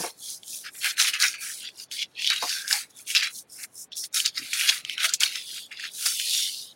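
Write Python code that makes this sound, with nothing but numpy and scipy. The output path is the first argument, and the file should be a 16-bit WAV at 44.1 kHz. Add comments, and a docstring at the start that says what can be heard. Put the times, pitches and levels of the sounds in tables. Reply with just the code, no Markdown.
"""In a quiet room, a palm rubs over thin paper lying on a soft printing plate on a table.
The skin slides with a fine hiss made of tiny slips; the paper crackles in small creases and wide folds.
Snaps and abrupt starts of strokes are short tones with a noisy rattle, and narrow bands of noise
sound for a while, from low rumbles to high singing.
Now and then the hand thumps the table, which rings at a few pitches, over faint room noise."""
import sys
import numpy as np
from scipy import signal
from scipy.fft import rfft, irfft, next_fast_len
from scipy.io import wavfile
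from scipy.ndimage import uniform_filter1d, minimum_filter1d

SR = 44100
rng = np.random.default_rng(int(sys.argv[2]) if len(sys.argv) > 2 else 0)


def to_wav(s):
    """Save 16-bit WAV."""
    ch = np.atleast_2d(s).T  # columns
    pcm = np.round(np.clip(ch, -1, 1) * 32767)  # PCM
    wavfile.write(sys.argv[1], SR, pcm.astype(np.int16))


N = 297675  # length of the sound in samples

# Pushes of the hand: (strongest moment [s], swell [s], fade [s], skin hiss [dB], small creases [dB],
# wide folds [dB], air pocket under the palm [Hz])
PUSHES = [(0.029, 0.34, 0.13, -34.5, -36, -38.5, 5000), (0.306, 0.21, 0.13, -36.5, -41.5, -56, 4950),
          (0.538, 0.17, 0.17, -36.5, -42.5, -63, 4440), (0.67, 0.062, 0.048, -46, -35, -36.5, 3930),
          (0.75, 0.016, 0.066, -60, -48, -46, 3380), (0.79, 0.14, 0.1, -40, -68, -72.0, 4600),
          (0.858, 0.07, 0.11, -30, -28, -27.5, 3700), (0.905, 0.05, 0.022, -49, -25, -48, 4200),
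          (1.003, 0.044, 0.12, -26.5, -20, -23, 4180), (1.083, 0.04, 0.046, -29, -20.5, -28.5, 3490),
          (1.141, 0.035, 0.093, -42, -28, -33.5, 3090), (1.218, 0.037, 0.15, -27, -21, -24.5, 5040),
          (1.345, 0.02, 0.056, -60, -40, -38, 2850), (1.385, 0.036, 0.04, -52, -47.5, -49, 4000),
          (1.439, 0.074, 0.33, -34.9, -39.5, -45, 4660), (1.675, 0.22, 0.058, -61, -38, -51, 3380),
          (1.823, 0.14, 0.055, -43.5, -40.5, -56, 4650), (1.929, 0.033, 0.16, -38.5, -35, -50, 4370),
          (2.023, 0.12, 0.042, -47, -26, -50, 3450), (2.11, 0.044, 0.055, -60, -64.0, -71.5, 4200),
          (2.2, 0.048, 0.093, -55, -33, -66, 2900), (2.25, 0.12, 0.31, -41.5, -27, -63, 3730),
          (2.309, 0.034, 0.15, -43.5, -32.5, -29, 3820), (2.427, 0.014, 0.047, -37.5, -29.2, -30.5, 4700),
          (2.522, 0.26, 0.23, -36, -30.5, -40.5, 4900), (2.721, 0.076, 0.16, -28, -27, -29, 4580),
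          (2.905, 0.02, 0.038, -48.5, -49, -58, 4850), (2.99, 0.086, 0.14, -45.0, -52.0, -55.5, 4600),
          (3.104, 0.061, 0.084, -33, -33.5, -47.5, 3100), (3.161, 0.028, 0.088, -33, -17.5, -25, 3510),
          (3.229, 0.018, 0.09, -42, -25, -25.5, 3350), (3.387, 0.162, 0.063, -38, -44.5, -66, 5370),
          (3.533, 0.068, 0.2, -43, -63, -74, 5240), (3.6, 0.019, 0.042, -54.5, -52, -52, 3000),
          (3.64, 0.1, 0.029, -37.5, -56.5, -40.5, 4850), (3.812, 0.13, 0.064, -39, -59.5, -75.5, 5700),
          (3.927, 0.021, 0.096, -61.5, -43.5, -71, 3900), (3.984, 0.046, 0.086, -33, -42, -70, 5700),
          (4.045, 0.034, 0.043, -35.5, -39, -46.5, 5200), (4.147, 0.0086, 0.027, -26.5, -34, -38, 5400),
          (4.174, 0.049, 0.1, -26, -24.5, -32.5, 4900), (4.262, 0.042, 0.057, -37.4, -24.5, -34.5, 4440),
          (4.381, 0.056, 0.045, -42.3, -30, -35, 4830), (4.457, 0.19, 0.14, -41.5, -38, -45.5, 3230),
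          (4.638, 0.21, 0.098, -30.6, -25, -31.5, 3540), (4.697, 0.057, 0.022, -29.5, -16, -27.5, 4340),
          (4.727, 0.064, 0.12, -33.5, -28.5, -34, 3660), (4.929, 0.15, 0.072, -45, -32.5, -53.5, 3210),
          (5.007, 0.055, 0.12, -42, -26, -29, 3480), (5.054, 0.044, 0.029, -24.5, -17, -23, 3770),
          (5.096, 0.063, 0.014, -39.7, -29.5, -52, 5030), (5.141, 0.041, 0.021, -41, -29.7, -37.5, 4450),
          (5.217, 0.025, 0.1, -28.5, -20, -29.5, 3700), (5.36, 0.24, 0.12, -42.5, -31.5, -47.5, 3260),
          (5.555, 0.33, 0.19, -40.9, -39.5, -54.5, 4420), (5.58, 0.054, 0.036, -55.0, -39, -43.5, 3600),
          (5.718, 0.014, 0.071, -51, -42.5, -36.5, 3020), (5.8, 0.02, 0.04, -56, -40.0, -45, 3300),
          (5.858, 0.2, 0.07, -46, -35, -41, 3600), (6.063, 0.016, 0.048, -24.5, -36, -32, 4640),
          (6.105, 0.26, 0.14, -29, -31.5, -41.5, 4400), (6.211, 0.2, 0.29, -32.5, -30, -68, 3800),
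          (6.352, 0.17, 0.3, -29.5, -24, -47, 4240), (6.59, 0.27, 0.22, -42, -42, -80, 4580)]
# Snaps and abrupt starts of strokes: (time [s], level before filtering [dB], pitch [Hz], rattle time [s])
SNAPS_AND_STARTS = [(0.4327, -26, 3360, 0.0046), (0.844, -12.5, 2600, 0.0059), (0.9712, -23, 2770, 0.007),
                    (0.981, -16, 1720, 0.0024), (0.9977, -6, 2820, 0.031), (1.0721, -10.5, 3150, 0.0052),
                    (1.1382, -11, 2680, 0.0064), (1.2016, -11, 4680, 0.0025), (1.2255, -9, 5100, 0.005),
                    (1.3408, -23.5, 2370, 0.017), (1.689, -24.5, 2580, 0.0033), (1.9137, -20, 3200, 0.011),
                    (2.0194, -14, 3180, 0.0017), (2.029, -16, 2770, 0.0023), (2.1896, -27, 2820, 0.0016),
                    (2.2214, -15, 2670, 0.0015), (2.248, -16, 3000, 0.0016), (2.259, -13.5, 3400, 0.0018),
                    (2.2742, -3, 3420, 0.0017), (2.302, -4, 4400, 0.0022), (2.332, -13.5, 2920, 0.008),
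                    (2.362, -14, 3100, 0.0043), (2.415, -25, 1600, 0.008), (2.4807, -18, 4730, 0.005),
                    (2.4932, -9, 4600, 0.0082), (2.5266, -16, 2620, 0.005), (2.6793, -11.5, 5200, 0.006),
                    (2.7103, -9, 1660, 0.0034), (2.7282, -2.5, 4930, 0.008), (3.0792, -22, 6400, 0.0077),
                    (3.1029, -14.5, 2890, 0.019), (3.15, -3.5, 2600, 0.0039), (3.2314, -12.5, 2430, 0.015),
                    (3.272, -14.5, 2390, 0.003), (3.6378, -21, 4640, 0.005), (3.92, -27.5, 3210, 0.011),
                    (3.9693, -16.5, 6000, 0.014), (4.0408, -20, 5480, 0.008), (4.1285, -24, 8400, 0.004),
                    (4.1443, -10.5, 5510, 0.004), (4.1608, -10, 5260, 0.0021), (4.2019, -7, 3120, 0.005),
                    (4.254, -11, 3900, 0.002), (4.2603, -2, 4900, 0.005), (4.3804, -22, 5120, 0.014),
                    (4.532, -8, 2440, 0.021), (4.5952, -11.5, 2630, 0.021), (4.6914, -5.5, 2560, 0.01),
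                    (4.85, -15, 3030, 0.0017), (4.8968, -10, 3100, 0.00094), (4.9803, -10.5, 3090, 0.001),
                    (5.0044, -15.5, 2790, 0.005), (5.0924, -11, 4230, 0.012), (5.1235, -27, 1570, 0.0053),
                    (5.1376, -0.5, 6860, 0.0093), (5.208, -20.5, 3770, 0.0033), (5.2055, -4.5, 6960, 0.005),
                    (5.234, 0.5, 3080, 0.003), (5.2374, -5, 3000, 0.003), (5.3568, -19, 3200, 0.003),
                    (5.715, -28, 2780, 0.0079), (5.797, -22, 1830, 0.005), (5.8397, -20.5, 1760, 0.005),
                    (6.0611, -6.5, 4800, 0.013), (6.1983, -11, 2980, 0.0082)]
# Narrow bands of noise that sound for a while, from low rumbles to high singing:
# (start [s], end [s], pitch [Hz], level [dB])
NARROW_BANDS = [(0.204, 0.336, 3340, -50), (1.342, 1.477, 2410, -45), (1.594, 1.7, 1540, -59.5),
                (2.426, 2.465, 300, -54.5), (2.474, 2.726, 1598, -42), (2.536, 2.636, 2470, -49),
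                (2.907, 3.012, 3490, -56.5), (2.707, 2.79, 828, -44), (3.482, 3.613, 5270, -50),
                (3.74, 3.861, 5400, -51.5), (3.967, 4.06, 5500, -37), (4.331, 4.466, 265, -53.5),
                (4.767, 4.91, 1250, -59.5), (4.967, 5.135, 1460, -39.5), (5.031, 5.09, 668, -48),
                (5.424, 5.697, 3400, -47), (6.298, 6.5, 3530, -31.5), (6.437, 6.515, 2060, -53.5),
                (6.544, 6.754, 3790, -50)]
# The hand meets the table: (time [s], level before filtering [dB], 60 dB fade [s], strongest pitch [Hz])
THUMPS = [(0.001, -17.5, 0.088, 189), (0.036, -22, 0.16, 527), (0.995, -43, 0.29, 896),
          (1.239, -40, 0.15, 1150), (2.423, -22.5, 0.13, 900), (2.437, -30.5, 0.085, 640),
          (2.72, -41.5, 0.24, 874), (4.689, -42.5, 0.22, 940), (5.214, -43, 0.3, 940),
          (6.057, -48, 0.12, 1080)]
# Pitches at which the table rings: (pitch [Hz], relative level [dB], own 60 dB fade [s]);
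# the fade of each thump comes on top of this one
TABLE_MODES = [(472, 2.5, 2.7), (577, -9, 0.44), (717.5, -1.5, 3.0), (881, -2.5, 2), (1160, -12, 1.3)]

# Tone colours, each: (frequency [Hz], relative level [dB])
FIBRE_TONE = [(1500, -46), (2600, -21), (3400, -6.5), (4800, -11), (5600, -4), (6400, -3), (7800, -4),
              (9500, 0), (11800, -5.5), (12500, -10.5), (16000, -12)]  # skin on paper fibres
CREASE_TONE = [(1300, -56.5), (1900, 14), (2900, 10), (5200, 5), (7000, 0), (9000, -40.5), (16000, -59.5)]  # small creases
FOLD_TONE = [(350, -55), (700, -18.5), (1050, -21.5), (1300, -5), (1580, 0), (1850, -2.5), (2300, 0.5),
             (2800, -3), (3500, -28.5), (5000, -65)]  # wide folds
SNAP_TONE = [(900, -51.5), (1500, -2.5), (7000, 0), (16000, -21.0)]
THUMP_TONE = [(80, -30.0), (180, -14.5), (500, -10.5), (1100, -3.5), (1800, -26)]
ROOM_TONE = [(15, -51), (40, -22.5), (100, -4), (200, -4), (363, -5), (863, -10), (1020, -12.5),
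             (1650, -14), (4370, -23.5), (8000, -60), (16000, -68.5)]  # air of the room

ROOM_GAIN_DB = -55
TOP_HZ = 15950  # nothing is kept from here up
EDGE_DB = 30  # how far a push has sunk one swell before and one fade after its strongest moment
# Shape of a push: 1 = pointed top, more = flatter top and steeper ends
HISS_FLAT, CREASE_FLAT, FOLD_FLAT = 1.91, 1.404, 1.29
# Share of smooth rustle under the crackle: a base, plus more per second that a push lasts
SMOOTH_BASE, SMOOTH_PER_S = 0.43, 2.7


def palm():
    """Skin drags over countless fibres: a fine, nearly smooth hiss, thinned below the air pocket."""
    hiss_db, pocket_hz = np.transpose(PUSHES)[[3, 6]]
    power = pushed(hiss_db, HISS_FLAT)
    grain = crackle(per_s=500, spread_db=3, smooth=2, ring_s=.0015)
    grain = patchy(coloured(grain, FIBRE_TONE), patchy_db=2, tall=2, long=20)
    grain = pocket(grain, blended(pocket_hz), sharpness=6.5, lift_db=-7.5, edge=0.6)
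    return sampled(np.sqrt(power.sum(0))) * grain


def paper():
    """Small creases crackle high and short in a pocket that the hand reshapes; wide folds lower and longer."""
    _, swell, fade, _, small_db, wide_db, pocket_hz = np.transpose(PUSHES)
    # long slow sweeps are smoother than short shoves
    smooth = SMOOTH_BASE + SMOOTH_PER_S * blended(swell + fade)
    small_power = pushed(small_db, CREASE_FLAT)
    wide_power = pushed(wide_db, FOLD_FLAT)
    small = coloured(crackle(per_s=350, spread_db=4.8, smooth=smooth, ring_s=.0008), CREASE_TONE)
    wide = coloured(crackle(per_s=150, spread_db=5.0, smooth=0.47, ring_s=0.016), FOLD_TONE)
    small = patchy(small, patchy_db=5.0, tall=2, long=16)
    small = pocket(small, blended(pocket_hz), sharpness=1.72, lift_db=10.5, edge=0.66)
    wide = patchy(wide, patchy_db=2.5, tall=2, long=12)
    return sampled(np.sqrt(small_power.sum(0))) * small + sampled(np.sqrt(wide_power.sum(0))) * wide


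def snaps_and_starts():
    """Snaps and abrupt starts of strokes: a tone of a few cycles with a noisy rattle that dies away."""
    out, t = np.zeros(N + SR), np.arange(SR // 10) / SR
    for time, db, hz, rattle_s in SNAPS_AND_STARTS:
        tone = np.sin(2 * np.pi * hz * t) * np.exp(-t * hz / 3.3)
        tone *= 1 - np.exp(-t * hz * 5.0)  # soft start
        rattle = 0.33 * rng.standard_normal(len(t)) * np.exp(-t / rattle_s)
        low_cut = signal.butter(4, .55 * hz, "high", fs=SR)
        burst = signal.lfilter(*low_cut, tone + rattle)
        out[round(time * SR):][:len(t)] += amp(db) * burst
    return coloured(out[:N], SNAP_TONE)


def narrow_bands():
    """Noise through one narrow resonance, from low rumbles to high singing, fading in and out of each span."""
    out = np.zeros(N)
    for start, end, hz, db in NARROW_BANDS:
        span = out[round(start * SR):round(end * SR)]
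        band = rng.standard_normal(len(span))
        for _ in range(2):  # two passes narrow the band
            band = signal.lfilter(*signal.iirpeak(hz, 7.5, SR), band)
        span += amp(db) * unit(band) * signal.windows.tukey(len(span), .4)
    return out


def table():
    """Every thump rings the pitches nearest its strongest one most, with a dull puff of noise."""
    out, t = np.zeros(N + SR), np.arange(SR // 4) / SR
    for time, db, fade_s, spot_hz in THUMPS:
        ring = np.zeros(len(t))
        for hz, level, own_fade_s in TABLE_MODES:
            distance = abs(np.log(hz / spot_hz))
            gain = amp(level + rng.normal(0, 1) - 7.1 * distance)  # each strike varies a little
            ring += gain * np.sin(2 * np.pi * hz * t) * amp(-60 * t / own_fade_s)
        puff = rng.standard_normal(len(t))
        puff = 9.1 * signal.lfilter(*signal.iirpeak(spot_hz, 1.6, SR), puff)
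        envelope = amp(db - 60 * t / fade_s) * (1 - np.exp(-t / 0.0027))
        out[round(time * SR):][:len(t)] += envelope * (ring + puff)
    return coloured(out[:N], THUMP_TONE)


def room():
    """The faint steady air of the room: coloured noise, wavering in patches."""
    air = coloured(rng.standard_normal(N), ROOM_TONE)
    return amp(ROOM_GAIN_DB) * patchy(air, patchy_db=2, tall=1, long=8)


def pushed(level_db, flat):
    """Power of every push over time, a value each millisecond: it swells to its level and fades."""
    peak_s, swell, fade = np.transpose(PUSHES)[:3, :, None]
    late = np.arange(0, N / SR, .001) - peak_s
    away = np.where(late < 0, -late / swell, late / fade)
    return amp(np.maximum(level_db[:, None] - EDGE_DB * away ** flat, -150)) ** 2


def blended(values):
    """A value per push turned into one per sample, weighted by the power of the pushes at work."""
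    hiss_db, small_db = np.transpose(PUSHES)[3:5]
    power = pushed(np.maximum(hiss_db, small_db), CREASE_FLAT)
    return sampled(values @ power / power.sum(0))


def sampled(ms):
    """One value per sample from one per millisecond, joined by straight lines."""
    return np.interp(np.arange(N) / SR * 1000, np.arange(len(ms)), ms)


def crackle(per_s, spread_db, smooth, ring_s):
    """Random slips of very unequal size, each a short noisy burst, over a smooth rustle."""
    sizes = amp(spread_db * np.minimum(rng.exponential(1, N), 3))
    slips = (rng.random(N) < per_s / SR) * sizes
    t = np.arange(SR // 50) / SR
    # power of all bursts; abs guards against tiny negative rounding errors
    bursts = np.abs(signal.fftconvolve(slips ** 2, np.exp(-2 * t / ring_s))[:N])
    power = (smooth + bursts / np.mean(bursts)) / (smooth + 1)
    return np.sqrt(power) * rng.standard_normal(N)


def pocket(x, centre_hz, sharpness, lift_db, edge):
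    """A moving resonance, with little sound below edge times its centre; the gain is evened out over time."""
    hz, t, z = signal.stft(x, SR, nperseg=512)
    ratio = (hz[:, None] + 1) / centre_hz[np.minimum((t * SR).astype(int), N - 1)]
    resonance = 1 + amp(lift_db) / (1 + (sharpness * np.log(ratio)) ** 2)
    gain = resonance / (1 + (edge / ratio) ** 8)
    # keep the average power the same wherever the resonance moves
    mean = np.mean(np.abs(z) ** 2, axis=1, keepdims=True)
    gain /= np.sqrt(np.sum(gain ** 2 * mean, axis=0) / np.sum(mean))
    return signal.istft(z * gain, SR, nperseg=512)[1][:N]


def patchy(x, patchy_db, tall, long):
    """x with patches of random gain, smoothed over tall frequency bins and long time frames."""
    z = signal.stft(x, nperseg=512)[2]
    field = uniform_filter1d(rng.standard_normal(z.shape), tall, 0)
    field = uniform_filter1d(field, long, 1)
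    return unit(signal.istft(z * amp(patchy_db * unit(field)), nperseg=512)[1][:N])


def coloured(x, points):
    """x through a tone colour of (frequency [Hz], level [dB]) points on a log axis."""
    m = next_fast_len(N + 8192)
    f, db = np.transpose(points)
    bins_hz = np.fft.rfftfreq(m, 1 / SR)
    gain = amp(np.interp(np.log(bins_hz + 1), np.log(f + 1), db))
    return irfft(rfft(x, m) * gain, m)[:N]


def amp(db):
    """Decibels to gain."""
    return 10 ** (np.asarray(db) / 20)


def unit(x):
    """Scaled to an rms (average strength) of 1."""
    return x / np.sqrt(np.mean(x ** 2) + 1e-20)


def suppressor(x, margin_db, depth_db, release):
    """Turns down every band whose briefly averaged power stands little above its own quiet level."""
    z = signal.stft(x, nperseg=512)[2]
    power = uniform_filter1d(np.abs(z) ** 2, size=5, axis=0)
    # release = share of the last frame's average that is carried over
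    held = signal.lfilter([1 - release], [1, -release], power, axis=1, zi=release * power[:, :1])[0]
    quiet = uniform_filter1d(np.percentile(held, 5, axis=1), size=9)[:, None]
    over = (held / (quiet * amp(2 * margin_db))) ** 2  # 2: these are powers
    gain = np.maximum(over / (1 + over), amp(-depth_db))
    return signal.istft(z * gain, nperseg=512)[1][:N]


def limiter(x, ceiling):
    """Eases the gain down for a few milliseconds around any peak over the ceiling."""
    needed = np.minimum(1, ceiling / (np.abs(x) + 1e-9))
    return x * uniform_filter1d(minimum_filter1d(needed, size=257), size=129)


def scene():
    """All sources added together in one channel."""
    return (palm() + paper() + snaps_and_starts() + narrow_bands() + table() + room())[None]


def record(dry):
    """Noise suppression, a peak limiter, a bass cut around 50 Hz, and nothing from TOP_HZ up."""
    x = suppressor(dry[0], margin_db=9.5, depth_db=8.5, release=0.41)
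    x = limiter(x, ceiling=.83)
    m = next_fast_len(N + 8192)
    hz = np.fft.rfftfreq(m, 1 / SR)
    bass_cut = hz ** 2 / (hz ** 2 + 50 ** 2)
    return irfft(rfft(x, m) * (hz < TOP_HZ) * bass_cut, m)[None, :N]


dry = scene()
out = record(dry)
to_wav(out)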